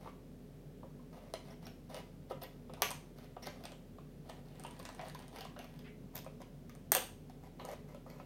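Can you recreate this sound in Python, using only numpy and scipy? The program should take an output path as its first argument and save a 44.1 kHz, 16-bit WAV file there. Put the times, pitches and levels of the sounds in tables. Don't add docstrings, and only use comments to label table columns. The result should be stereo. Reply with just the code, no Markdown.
import sys
import numpy as np
from scipy import signal
from scipy.fft import rfft, irfft
from scipy.io import wavfile

SR = 44100
rng = np.random.default_rng(int(sys.argv[2]) if len(sys.argv) > 2 else 0)


def master_out(mix):
    frames = np.transpose(np.atleast_2d(mix))
    ceiling = np.clip(frames, -1, 1)
    pcm = np.round(ceiling * 32767).astype(np.int16)
    wavfile.write(sys.argv[1], SR, pcm)


N = 363825


def amp(db):
    return 10 ** (np.asarray(db) / 20)


def unit(x):
    return x / np.sqrt(np.sum(x ** 2) + 1e-20)


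def curve(points, hz):
    freq_hz, value = np.transpose(points)
    return np.interp(np.log(hz + 1), np.log(freq_hz + 1), value)


def add(mix, start_s, sound):
    part = mix[:, max(round(start_s * SR), 0):][:, :sound.shape[1]]
    part += sound[:, :part.shape[1]]


def bell(hz, centre_hz, width_hz):
    return 1 / (1 + (2 * (hz - centre_hz) / width_hz) ** 2)


def vary(hz, octaves):
    return hz * 2 ** (octaves * (2 * rng.random() - 1))


def impulse_response(gain_db):
    size = len(gain_db)
    log_gain = np.log(amp(np.r_[gain_db, gain_db[-2:0:-1]]))
    spectrum = np.exp(np.conj(signal.hilbert(log_gain)))
    return irfft(spectrum[:size])[:size]


def place(x, left_db, start_s=0):
    lag_samples = 9 if start_s < 6 else 7
    left, right = np.sqrt(2) * unit(amp([left_db / 2, -left_db / 2]))
    return np.array([left * x, right * np.r_[np.zeros(lag_samples), x[:-lag_samples]]])


# freq_hz, coherence
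MIC_COHERENCE = [(60, 0.73), (130, 1), (290, 0.75), (450, 0.76), (650, 0.11), (1300, 0.15), (3000, 0.24),
                 (7000, 0.086)]


def diffuse_noise(size):
    left, other = rfft(rng.standard_normal((2, size)))
    coherence = curve(MIC_COHERENCE, np.fft.rfftfreq(size, 1 / SR))
    right = coherence * left + np.sqrt(1 - coherence ** 2) * other
    return irfft(np.array([left, right]), size)


# freq_hz, density_db_per_hz
AIR_SPECTRUM = [(20, -101.5), (50, -94.5), (85, -78.5), (120, -84), (180, -77.5), (255, -86), (300, -86),
                (420, -86.5), (580, -89.5), (1000, -103), (2000, -107), (6000, -113), (7500, -115),
                (15000, -115)]
# freq_hz, width_hz, boost_db
ROOM_MODES = [(146.6, 21.6, 9.5), (241.4, 11.6, 13), (422.5, 9.5, 8.5)]
# pitch_hz, rms_db
HUM_TONES = [(39.8, -61.5), (265, -65.5)]


def machine(air_left_db=0.3):
    hz, t = np.fft.rfftfreq(N, 1 / SR), np.arange(N) / SR
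    air_db = curve(AIR_SPECTRUM, hz) + sum(db * bell(hz, f, width) for f, width, db in ROOM_MODES)
    air = irfft(rfft(diffuse_noise(N)) * amp(air_db), N) * np.sqrt(SR / 2)
    hum = sum(np.sqrt(2) * amp(db) * np.sin(2 * np.pi * (f * t + rng.random())) for f, db in HUM_TONES)
    return air * amp([[air_left_db / 2], [-air_left_db / 2]]) + place(hum, left_db=1.3)


# freq_hz, t60_s
REVERB_DECAY = [(250, 0.07), (700, 0.45), (2000, 0.33), (5000, 0.37), (9000, 0.35), (15000, 0.27)]
# freq_hz, gain_db
REVERB_GAIN = [(250, 5), (700, -7), (1500, -2.5), (3000, -2), (6000, -3), (9000, -9), (15000, -10)]


def reverb_response(onset_s=0.00088, rise_s=0.00025, size=32768):
    hz, t, bands = signal.stft(diffuse_noise(size), SR, nperseg=256)
    decay_per_s = np.log(1000) / curve(REVERB_DECAY, hz)[:, None]
    gain = np.sqrt(2 * decay_per_s / SR) * amp(curve(REVERB_GAIN, hz))[:, None]
    tail = signal.istft(bands * gain * np.exp(-decay_per_s * t), SR)[1][:, :size]
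    return tail * np.clip((np.arange(size) / SR - onset_s) / rise_s, 0, 1)


def room(x, echo_db=-14, echo_s=0.0078, spots=4, rounds_per_s=0.9):
    rounds = rounds_per_s * np.arange(N) / SR
    shares = [np.maximum(np.cos(2 * np.pi * (rounds + k / spots)), 0) for k in range(spots)]
    out = sum(signal.oaconvolve(x[:1] * share, reverb_response(), axes=1)[:, :N] for share in shares)
    add(out, echo_s, amp(echo_db) * x)
    return out


# freq_hz, gain_db
BOX_SPECTRUM = [(150, -40.5), (330, -8.5), (450, -0.5), (550, 2), (720, 3), (1000, -5), (1300, -10),
                (1700, -24), (3500, -67)]
# freq_hz, width_hz, boost_db
LOW_RESONANCES = [(534, 48, 2), (860, 110, 1), (987, 65, 8.5), (1260, 160, 9)]


def box_colour_db(hz, ring_hz, q, peak_db):
    modes_db = sum(db * bell(hz, f, width) for f, width, db in LOW_RESONANCES)
    return curve(BOX_SPECTRUM, hz) + modes_db + peak_db * bell(hz, ring_hz, ring_hz / q)


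# freq_hz, gain_db
PANEL_SPECTRUM = [(700, -46), (1300, -3.5), (1900, -1), (2900, 0), (4200, -2.5), (5200, -4), (6200, -3.5),
                  (7400, -18), (11000, -30.5)]


def panel_colour_db(hz, ring_hz, over_edge_db, q, peak_db, knee_hz=3000):
    cushion_db_per_oct = 0.98 * np.clip(over_edge_db - 5, 0, 18)
    cushion_db = cushion_db_per_oct * np.log2(np.maximum(hz / knee_hz, 1))
    return curve(PANEL_SPECTRUM, hz) - cushion_db + peak_db * bell(hz, ring_hz, ring_hz / q)


# freq_hz, gain_db
EDGE_SPECTRUM = [(4500, -49.5), (6500, 1.5), (7500, -1.5), (8600, 4), (10500, 3.5), (13200, 8.5),
                 (16000, -2)]


def edge_colour_db(hz, ring_hz, level_db, width_hz=1100, soft_db=-48, hard_db=-27):
    hardness = np.clip((level_db - soft_db) / (hard_db - soft_db), 0, 1)
    ring_db = 10 * bell(hz, ring_hz, width_hz)
    overtone_db = 8 * hardness * bell(hz, 1.59 * ring_hz, width_hz)
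    rolloff_db = 14 * (1 - hardness) * np.log2(np.maximum(hz / ring_hz, 1))
    return curve(EDGE_SPECTRUM, hz) + ring_db + overtone_db - rolloff_db


def friction(slides, slips_per_s=1100, spread_db=4, noise_gain=0.68, trim_db=-4.5, size=1024):
    hz = np.fft.rfftfreq(2 * size - 2, 1 / SR)
    tilt_db = -4 * np.log2(1 + hz / 1500)
    edge = impulse_response(curve(EDGE_SPECTRUM, hz) + tilt_db)
    slip_gain = amp(spread_db * np.minimum(rng.exponential(1, N), 4))
    slips = slip_gain * (rng.random(N) < slips_per_s / SR) * rng.choice([-1, 1], N)
    roughness = unit(slips) + noise_gain * unit(rng.standard_normal(N))
    out = np.zeros((2, N))
    for start_s, push, box_db, panel_db, edge_db, box_hz, panel_hz in slides:
        box = impulse_response(box_colour_db(hz, box_hz, q=5, peak_db=6) + tilt_db)
        colour_db = panel_colour_db(hz, panel_hz, panel_db - edge_db, q=6, peak_db=6)
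        panel = impulse_response(colour_db + tilt_db)
        force = roughness[round(start_s * SR):][:len(push)]
        force = force * push[:len(force)]
        for body, db, left_db in [(box, box_db, 1.2), (panel, panel_db, 1.3), (edge, edge_db, 3.5)]:
            sound = np.sqrt(len(force)) * unit(signal.fftconvolve(force, body))
            add(out, start_s, amp(db + trim_db) * place(sound, left_db, start_s))
    return out


def contact_force(contact_ms, linger_gain=0.91, linger_ms=1.3, size=1024):
    t_ms = np.arange(size) * 1000 / SR
    swell = 2.09 * t_ms / contact_ms
    envelope = swell * np.exp(1 - swell) + linger_gain * np.exp(-t_ms / linger_ms)
    force = rng.standard_normal(size) * envelope
    for _ in range(3):
        whitened = irfft(np.exp(1j * np.angle(rfft(force))))
        force = whitened * envelope ** 0.25
    return force


def strike(blows, rattle_s=0.0066, ripple_db=3, size=2048):
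    hz, t = np.fft.rfftfreq(2 * size - 2, 1 / SR), np.arange(size) / SR
    out = np.zeros((2, N))
    for start_s, contact_ms, box_db, panel_db, edge_db, box_hz, panel_hz, edge_hz, edge_left_db in blows:
        spot_db = ripple_db * signal.resample(rng.standard_normal(48), size)
        colour_db = panel_colour_db(hz, panel_hz, panel_db - edge_db, q=1.5, peak_db=5)
        panel = impulse_response(colour_db + spot_db)
        edge = impulse_response(edge_colour_db(hz, edge_hz, edge_db))
        box = impulse_response(box_colour_db(hz, box_hz, q=6.7, peak_db=12))
        rattle = unit(rng.standard_normal(size) * np.exp(-t / rattle_s))
        box = box + signal.fftconvolve(box, rattle)[:size]
        force = contact_force(contact_ms)
        parts = [(box, box_db, 1.2), (panel, panel_db, 1.3), (edge, edge_db, edge_left_db)]
        for body, db, left_db in parts:
            sound = np.sqrt(0.01 * SR) * unit(signal.fftconvolve(force, body))
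            add(out, start_s, amp(db) * place(sound, left_db, start_s))
    return out


def touch(start_s, contact_ms, box_db, panel_over_box_db, box_hz, edge_over_panel_db, edge_left_db=12):
    panel_hz, edge_hz = vary(2095, octaves=0.5), vary(10350, octaves=0.5)
    panel_db = box_db + panel_over_box_db
    edge_db = panel_db + edge_over_panel_db
    return start_s, contact_ms, box_db, panel_db, edge_db, box_hz, panel_hz, edge_hz, edge_left_db


# start_s, end_s, box_db (before trim_db), panel_over_box_db, box_hz
RUB_STROKES = [(0, 0.105, -56.5, -5.5, 1140), (1.123, 1.197, -54, -8, 656), (1.197, 1.32, -59, -8, 620),
               (1.443, 1.54, -55.5, -5, 724), (1.619, 1.696, -56.5, -4, 700),
               (1.889, 1.962, -52.5, -4.5, 530), (1.931, 2.016, -50.5, -4.5, 546),
               (2.295, 2.326, -47, -6, 573), (2.412, 2.449, -49, -2, 553), (2.766, 2.833, -51, -17, 670),
               (3.155, 3.267, -62, 0, 534), (3.421, 3.447, -52, 2, 660), (3.456, 3.474, -49, 5, 610),
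               (3.487, 3.755, -58.5, -7.5, 666), (4.236, 4.417, -60.5, -6.5, 680),
               (4.288, 4.306, -49.5, -5.5, 680), (6.133, 6.197, -55.5, -6.5, 616),
               (6.4, 6.421, -50.5, -9.5, 560), (6.951, 6.981, -37, -13, 534),
               (7.425, 7.479, -57.5, -5.5, 788), (7.583, 7.69, -49.5, -12, 520),
               (7.674, 7.747, -45.5, -7.5, 540), (7.876, 7.933, -57.5, -6.5, 550),
               (8.048, 8.233, -58, -7, 520)]


def rubs(fade_share=0.23, edge_over_panel_db=-7.5, panel_hz=2070):
    slides = []
    for start_s, end_s, box_db, panel_over_box_db, box_hz in RUB_STROKES:
        push = signal.windows.tukey(round((end_s - start_s) * SR), fade_share)
        panel_db = box_db + panel_over_box_db
        slides.append((start_s, push, box_db, panel_db, panel_db + edge_over_panel_db, box_hz, panel_hz))
    return slides


# time_s, friction_db (before trim_db)
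WALL_PUSHES = [(4.45, -64.5), (4.6, -60), (4.96, -61), (5.0, -58), (5.075, -47.5), (5.11, -80), (5.2, -54),
               (5.29, -68.5), (5.35, -50.5), (5.46, -56), (5.51, -73), (5.575, -72), (5.6, -54),
               (5.66, -64.5), (5.83, -67)]


def wall_slide(box_hz=820, panel_hz=1860):
    time_s, friction_db = np.transpose(WALL_PUSHES)
    push = amp(np.interp(np.arange(time_s[0], time_s[-1], 1 / SR), time_s, friction_db))
    box_db = 10 * np.log10(np.mean(push ** 2))
    panel_db, edge_db = box_db - 3.5, box_db - 12.5
    return [(time_s[0], push, box_db, panel_db, edge_db, box_hz, panel_hz)]


def crackle(count=56, offset_db=-12.5, spread_db=6.5, contact_ms=1.9):
    time_s, friction_db = np.transpose(WALL_PUSHES)
    starts_s = time_s[0] + (time_s[-1] - time_s[0]) * (np.arange(count) + rng.random(count)) / count
    push_db = np.interp(starts_s, time_s, friction_db)
    levels_db = push_db + offset_db + spread_db * rng.standard_normal(count)
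    return [touch(start_s, contact_ms, box_db, panel_over_box_db=4.5,
                  box_hz=vary(820, octaves=0.46), edge_over_panel_db=-9.5)
            for start_s, box_db in zip(starts_s, levels_db)]


# start_s, length_s, pitch_hz, width_hz, rms_db
SQUEAKS_AND_RUBS = [(1.506, 0.006, 5500, 350, -62.5), (1.654, 0.0073, 5550, 400, -57),
                    (2.428, 0.012, 13400, 900, -48), (3.424, 0.025, 5520, 400, -55.5),
                    (4.991, 0.066, 733, 159, -50), (5.838, 0.049, 2220, 1350, -56.5),
                    (6.15, 0.011, 13200, 1300, -49), (7.595, 0.0053, 4000, 400, -53),
                    (7.681, 0.044, 550, 200, -50.5)]


def squeaks_and_rubs(fade_share=0.34, left_db=0.45):
    hz, out = np.fft.rfftfreq(SR, 1 / SR), np.zeros((2, N))
    for start_s, length_s, pitch_hz, width_hz, rms_db in SQUEAKS_AND_RUBS:
        size = round(length_s * SR)
        band = irfft(rfft(rng.standard_normal(SR)) * bell(hz, pitch_hz, width_hz))[:size]
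        burst = np.sqrt(size) * unit(band * signal.windows.tukey(size, fade_share))
        add(out, start_s, amp(rms_db) * place(burst, left_db, start_s))
    return out


# start_s, edge_db
TAB_TICKS = [(2.906, -45), (2.914, -46), (4.597, -55.5), (4.637, -54.5), (4.666, -58), (4.71, -60),
             (4.793, -59), (4.828, -62), (4.862, -65), (4.948, -60.5), (5.084, -57.5), (5.192, -61),
             (5.281, -60.5), (5.389, -66), (6.246, -61.5), (6.751, -62), (7.651, -53.5), (7.715, -58.5)]


def ticks(contact_ms=0.65, edge_hz=8900, left_db=11.5):
    blows = []
    for start_s, edge_db in TAB_TICKS:
        box_db, panel_db = edge_db - 0.5, edge_db - 2.5
        box_hz, panel_hz = vary(950, octaves=0.46), vary(1830, octaves=0.5)
        blows.append((start_s, contact_ms, box_db, panel_db, edge_db, box_hz, panel_hz, edge_hz, left_db))
    return blows


def creak(start_s=6.155, gap_s=0.0112, contact_ms=2.2, box_hz=690, panel_hz=4300, edge_hz=14100,
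          left_db=7):
    blows = []
    for k in range(4):
        slip_s, edge_db = start_s + k * gap_s, -47 - 2.5 * k
        box_db, panel_db = edge_db - 5.5, edge_db - 1.5
        blows.append((slip_s, contact_ms, box_db, panel_db, edge_db, box_hz, panel_hz, edge_hz, left_db))
    return blows


# start_s, box_db, panel_over_box_db, box_hz
CARD_TAPS = [(1.667, -53.5, 2, 690), (1.944, -50, 2, 970), (1.965, -46.5, -7, 547), (2.419, -47, -7, 715),
             (2.436, -52.5, -3, 540), (2.736, -50, -3.5, 700), (3.185, -59.5, -0.5, 496),
             (3.469, -42, -6, 595), (3.638, -54, 2, 700), (3.653, -47.5, 0.5, 665), (3.719, -52.5, -3, 566),
             (4.296, -46.5, -5.5, 684), (4.797, -50.5, -4, 1130), (4.852, -52, 5, 990),
             (4.889, -47.5, -5, 1260), (5.097, -63.5, 10.5, 1310), (5.147, -48.5, -2.5, 1070),
             (5.385, -48.5, -5, 460), (5.45, -49.5, -6, 1130), (5.643, -54.5, -2.5, 653),
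             (5.791, -62.5, 3.5, 480), (6.417, -55, -2, 1030), (6.695, -58, 1, 1240),
             (7.297, -53.5, -9, 720), (7.946, -48.5, -12, 550), (8.1, -62.5, 4.5, 476)]


def taps(contact_ms=2.6):
    return [touch(start_s, contact_ms, box_db, panel_over_box_db, box_hz, edge_over_panel_db=-7)
            for start_s, box_db, panel_over_box_db, box_hz in CARD_TAPS]


# start_s, contact_ms, box_db, panel_over_box_db, box_hz
FINGER_KNOCKS = [(0.06, 1.3, -46.5, -24, 865), (0.073, 6.2, -48.5, -9.5, 1120),
                 (0.831, 5.5, -48.5, -27, 540), (0.992, 5.7, -61, -20, 1050), (2.307, 4.8, -38, -19, 542),
                 (2.695, 4.4, -49, -13, 506), (3.365, 3.8, -44, -16, 710), (3.984, 2.6, -53.5, -12, 1110),
                 (4.647, 4.6, -42, -6.5, 950), (4.993, 2.2, -42.5, -4.5, 730), (5.562, 6.1, -49, -5.5, 570),
                 (5.591, 5.2, -47, -11, 705), (6.263, 0.81, -45, -12.5, 532), (7.596, 3.7, -48, -3.5, 1080),
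                 (8.063, 3.4, -51.5, -20, 547), (8.198, 3.8, -49.5, -8.5, 560)]


def knocks():
    return [touch(*row, edge_over_panel_db=-26) for row in FINGER_KNOCKS]


# start_s, contact_ms, box_db, panel_db, edge_db, box_hz, panel_hz, edge_hz, edge_left_db
TAB_SNAPS = [(1.338, 0.73, -38.5, -44, -51, 634, 3700, 9650, 15),
             (2.8203, 1.32, -29.5, -27, -29.5, 1120, 2000, 11650, 15),
             (6.919, 0.59, -32, -29, -21.5, 830, 2910, 8640, 16),
             (6.95, 0.64, -32.5, -29.5, -26.5, 755, 2780, 8860, 16.5),
             (6.9667, 1.4, -35.5, -46, -34.5, 540, 2840, 8800, -11)]


def snaps():
    return strike(TAB_SNAPS)


def scene():
    light_blows = knocks() + taps() + creak() + ticks() + crackle()
    slides = rubs() + wall_slide()
    card = snaps() + strike(light_blows) + friction(slides) + squeaks_and_rubs()
    return card + room(card) + machine()


def record(dry, cutoff_hz=16250):
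    lowpass = signal.firwin(301, cutoff_hz, window=("kaiser", 8), fs=SR)
    return signal.oaconvolve(np.tanh(dry), lowpass[None], "same")


dry = scene()
out = record(dry)
master_out(out)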